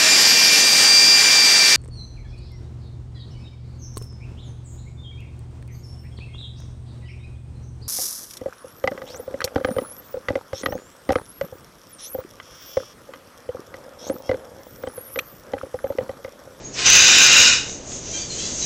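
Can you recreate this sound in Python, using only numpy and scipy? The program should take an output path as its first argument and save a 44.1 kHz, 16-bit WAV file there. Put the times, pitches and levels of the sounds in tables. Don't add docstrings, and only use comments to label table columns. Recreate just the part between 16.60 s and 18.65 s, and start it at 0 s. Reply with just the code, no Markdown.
import sys
import numpy as np
from scipy import signal
from scipy.fft import rfft, irfft
from scipy.io import wavfile

SR = 44100
rng = np.random.default_rng(int(sys.argv[2]) if len(sys.argv) > 2 else 0)


def log_audio(samples):
    frames = np.atleast_2d(samples).T
    limited = np.clip(frames, -1, 1)
    pcm = np.round(limited * 32767).astype(np.int16)
    wavfile.write(sys.argv[1], SR, pcm)


N = 90404

# (frequency [Hz], relative density [dB])
RUSTLE_SPECTRUM = [(400, 10), (1200, -4.5), (2200, 3), (3200, 5), (4200, 7), (6000, 5.5), (8000, -4.5),
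                   (10000, -49)]


def growl(level_db=-10, shake_db=-.22, rasp_db=-5.5, chest_db=-21):
    # (time [s], relative level [dB])
    effort = [(.11, -44), (.16, -18), (.19, -7.5), (.24, -7.5), (.266, 2), (.315, -1.5), (.355, 2),
              (.43, -2.5), (.55, -.5), (.62, 0.6), (.69, -0.9), (.81, 1), (.875, -1.5), (.935, -8.5),
              (.99, -24.5), (1.09, -54)]
    # (frequency [Hz], relative density [dB])
    rasp_spectrum = [(60, -36), (250, -19), (600, -14), (850, -6.5), (1400, -2), (2200, 3), (3300, 0.5),
                     (5000, 3.5), (7200, -2.5), (8200, -2.5), (9000, -32.5)]
    puffs = flutter()
    ring = throat_ring(puffs)
    hiss = beak_hiss(puffs)
    rasp = undb(rasp_db) * unit(colour(puffs * noise(), rasp_spectrum))
    chest = undb(chest_db) * unit(resonate(puffs * noise(), hz=333, width_hz=910))
    push = undb(level_db + curve(effort) + shake_db * walk(30))
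    return push * (ring + hiss + rasp + chest)


def flutter(rate_hz=135.64, jitter=.3, decay_cycles=.46, depth=.32):
    cycles = np.cumsum(rate_hz * np.exp(jitter * walk(90))) / SR
    pulses = unit(np.exp(-(cycles % 1) / decay_cycles))
    return unit(1 - depth + depth * pulses)


def throat_ring(puffs, flicker_db=.8):
    # (time [s], opening [0-1], ring gain [dB])
    shape = [(.19, 0, -10.5), (.27, 0.27, -3.5), (.35, 0.3, -1.5), (.47, 0.3, 2.5), (.64, 0.49, -1),
             (.8, 0.97, -1.6), (.92, 0.46, 0.15), (1.02, 0.83, 4)]
    # (narrow [Hz], open [Hz], width [Hz], narrow gain [dB], open gain [dB])
    formants = [(1567, 1440, 226, -5, -4), (1990, 1850, 300, -10, -9), (2528, 2475, 169, 2.5, 4.5),
                (2985, 2787, 260, -1.5, 4.5), (3566, 3760, 210, -3, 2.5), (3935, 3980, 360, -5.5, -2.5),
                (4876, 4860, 147, 1, -2), (5380, 5900, 180, -6.5, -2), (5900, 5400, 350, -2.5, 0.5),
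                (6850, 7050, 770, -3.5, -3.5)]
    opening = curve(shape)
    ring = np.zeros(N)
    for narrow_hz, open_hz, width_hz, narrow_db, open_db in formants:
        narrow = undb(narrow_db) * resonate(puffs * noise() * np.sqrt(1 - opening), narrow_hz, width_hz)
        wide = undb(open_db) * resonate(puffs * noise() * np.sqrt(opening), open_hz, width_hz)
        ring += (narrow + wide) * undb(flicker_db * walk(44))
    return undb(curve(shape, column=2)) * unit(ring)


def beak_hiss(puffs, width_hz=580):
    # (time [s], level relative to the push [dB], centre [Hz])
    track = [(.235, -28, 6156), (.265, -2, 6140), (.37, -3.5, 6270), (.45, -3.5, 6220), (.55, -21, 6130),
             (.61, -4, 6280), (.69, -10, 6456), (.79, -4, 6574), (.88, -13, 6550), (.97, -5, 6190)]
    phase = phase_of(curve(track, column=2))
    band = walk(width_hz / 2) * np.cos(phase) + walk(width_hz / 2) * np.sin(phase)
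    return undb(curve(track)) * puffs * band


def feather_strokes():
    # (peak [s], sigma [s], level [dB], centre [Hz], width [Hz], relative rustle [dB])
    strokes = [(0.147, 0.009, -31, 6060, 1300, -17), (1.109, 0.037, -31.5, 6400, 1400, -16),
               (1.334, 0.051, -31, 6570, 1300, -10), (1.476, 0.039, -35.5, 6000, 1100, -3.5),
               (1.573, 0.063, -28, 6340, 1200, -7.5), (1.723, 0.02, -33, 7060, 1400, -4),
               (1.831, 0.087, -28, 6500, 1716, -5), (1.96, 0.053, -30, 6550, 1270, -10),
               (2.039, 0.046, -24, 6300, 1200, -9)]
    out = np.zeros(N)
    for peak_s, sigma_s, level_db, centre_hz, width_hz, rustle_db in strokes:
        hiss = unit(resonate(noise(), centre_hz, width_hz))
        rustle = undb(rustle_db) * unit(colour(noise(), RUSTLE_SPECTRUM))
        swell = np.exp(-.5 * ((clock() - peak_s) / sigma_s) ** 2)
        out += undb(level_db) * swell * (hiss + rustle)
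    return out


def peeps(jitter=.012, flicker_db=3, edge_s=.0072):
    # (start [s], length [s], pitch [Hz], glide [fraction], level [dB], centre [Hz], width [Hz])
    notes = [(1.53, .06, 792, 0, -35.5, 3100, 1700), (1.575, .075, 1185, -.04, -37.5, 4400, 1500),
             (1.695, .055, 1425, -.04, -33, 4250, 600), (1.715, .05, 1000, 0, -43, 3000, 600),
             (1.78, .045, 1065, 0, -41, 3200, 700), (1.795, .09, 673, .005, -32, 4700, 2800),
             (2.008, .045, 1360, -.05, -33.5, 4000, 700)]
    out, t = np.zeros(N), clock()
    for start_s, length_s, pitch_hz, glide, level_db, centre_hz, width_hz in notes:
        progress = np.clip((t - start_s) / length_s, 0, 1)
        phase = phase_of(pitch_hz * (1 + glide * progress + jitter * walk(296)))
        note = np.zeros(N)
        for k in range(2, 10):
            formant_gain = 1 / (1 + (2 * (k * pitch_hz - centre_hz) / width_hz) ** 2)
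            note += formant_gain * np.sin(k * phase) * undb(flicker_db * walk(130))
        gate = np.clip(np.minimum(t - start_s, start_s + length_s - t) / edge_s, 0, 1)
        out += undb(level_db) * gate * unit(note)
    return out


def whistle(jitter=.018):
    # (time [s], pitch [Hz], level [dB])
    contour = [(.025, 6420, -55), (.045, 6470, -40.5), (.058, 6630, -30), (.075, 6550, -40),
               (.098, 6770, -42), (.135, 6680, -66)]
    phase = phase_of(curve(contour) * (1 + jitter * walk(400)))
    gate = (clock() > contour[0][0]) & (clock() < contour[-1][0])
    return undb(curve(contour, column=2)) * gate * unit(np.sin(phase))


def cloth_ticks(decay_s=.004):
    # (time [s], level [dB])
    snaps = [(0.047, -45), (1.095, -26.5), (1.319, -28.5)]
    t = clock()
    envelope = sum(undb(db) * (t > at_s) * np.exp(-np.abs(t - at_s) / decay_s) for at_s, db in snaps)
    return envelope * unit(colour(noise(), RUSTLE_SPECTRUM))


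def handling_rumble():
    # (time [s], level [dB])
    surges = [(.2, -53), (.27, -39), (.42, -36.5), (.52, -54), (.6, -37), (.7, -59), (.8, -33.5),
              (.88, -42), (.96, -46)]
    return undb(curve(surges)) * unit(resonate(noise(), hz=62, width_hz=120))


def room_tone(noise_db=-38.5, hum_hz=122.7, hum_db=-47.5):
    # (frequency [Hz], relative density [dB])
    spectrum = [(20, -3.5), (45, -7.5), (75, 2), (95, -11.5), (150, -1.5), (300, -0.5), (580, -3),
                (800, -11), (1150, -15), (2000, -19.5), (3500, -21.5), (6500, -16.5), (9000, -28.5)]
    hum = unit(np.sin(2 * np.pi * hum_hz * clock()))
    return undb(noise_db) * unit(colour(noise(), spectrum)) + undb(hum_db) * hum


def walls(x, t60_s=.45, delay_s=.0031, echo_db=-3):
    t = clock()
    tail = noise() * undb(-60 * t / t60_s) * (t > delay_s)
    tail /= np.sqrt(np.sum(tail ** 2))
    echo = filtered(x, rfft(tail, 2 * N))
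    return (x + undb(echo_db) * echo) / np.sqrt(1 + undb(echo_db) ** 2)


def undb(db):
    return 10 ** (np.asarray(db) / 20)


def unit(x):
    return x / np.sqrt(np.mean(x ** 2) + 1e-18)


def clock():
    return np.arange(N) / SR


def curve(table, column=1):
    rows = np.array(table)
    return np.interp(clock(), rows[:, 0], rows[:, column])


def phase_of(hz):
    return 2 * np.pi * np.cumsum(hz) / SR


def freqs():
    return np.maximum(np.arange(N + 1) * SR / (2 * N), 1)


def filtered(x, gain):
    return irfft(rfft(x, 2 * N) * gain)[:N]


def colour(x, points):
    hz, db = np.array(points).T
    return filtered(x, undb(np.interp(np.log(freqs()), np.log(hz), db)))


def resonate(x, hz, width_hz):
    f = freqs()
    return filtered(x, (1 + 1j * (f / hz - hz / f) * hz / width_hz) ** -2)


def noise():
    return rng.standard_normal(N)


def walk(cutoff_hz):
    return unit(filtered(noise(), 1 / (1 + (freqs() / cutoff_hz) ** 4)))


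def scene():
    direct = growl() + feather_strokes() + peeps() + whistle() + cloth_ticks()
    return (walls(direct) + handling_rumble() + room_tone())[None]


def record(dry):
    # (frequency [Hz], gain [dB])
    response = [(20, 0), (6800, -0.5), (7500, -2), (8000, -5), (8600, -8), (9100, -25), (9800, -105)]
    ceiling, hardness, cutoff_hz = .76, 9, 15850
    dull = colour(dry[0], response)
    clipped = dull / (1 + np.abs(dull / ceiling) ** hardness) ** (1 / hardness)
    low_pass = signal.ellip(10, .1, 80, cutoff_hz, fs=SR, output="sos")
    return signal.sosfilt(low_pass, clipped)[None]


dry = scene()
out = record(dry)
log_audio(out)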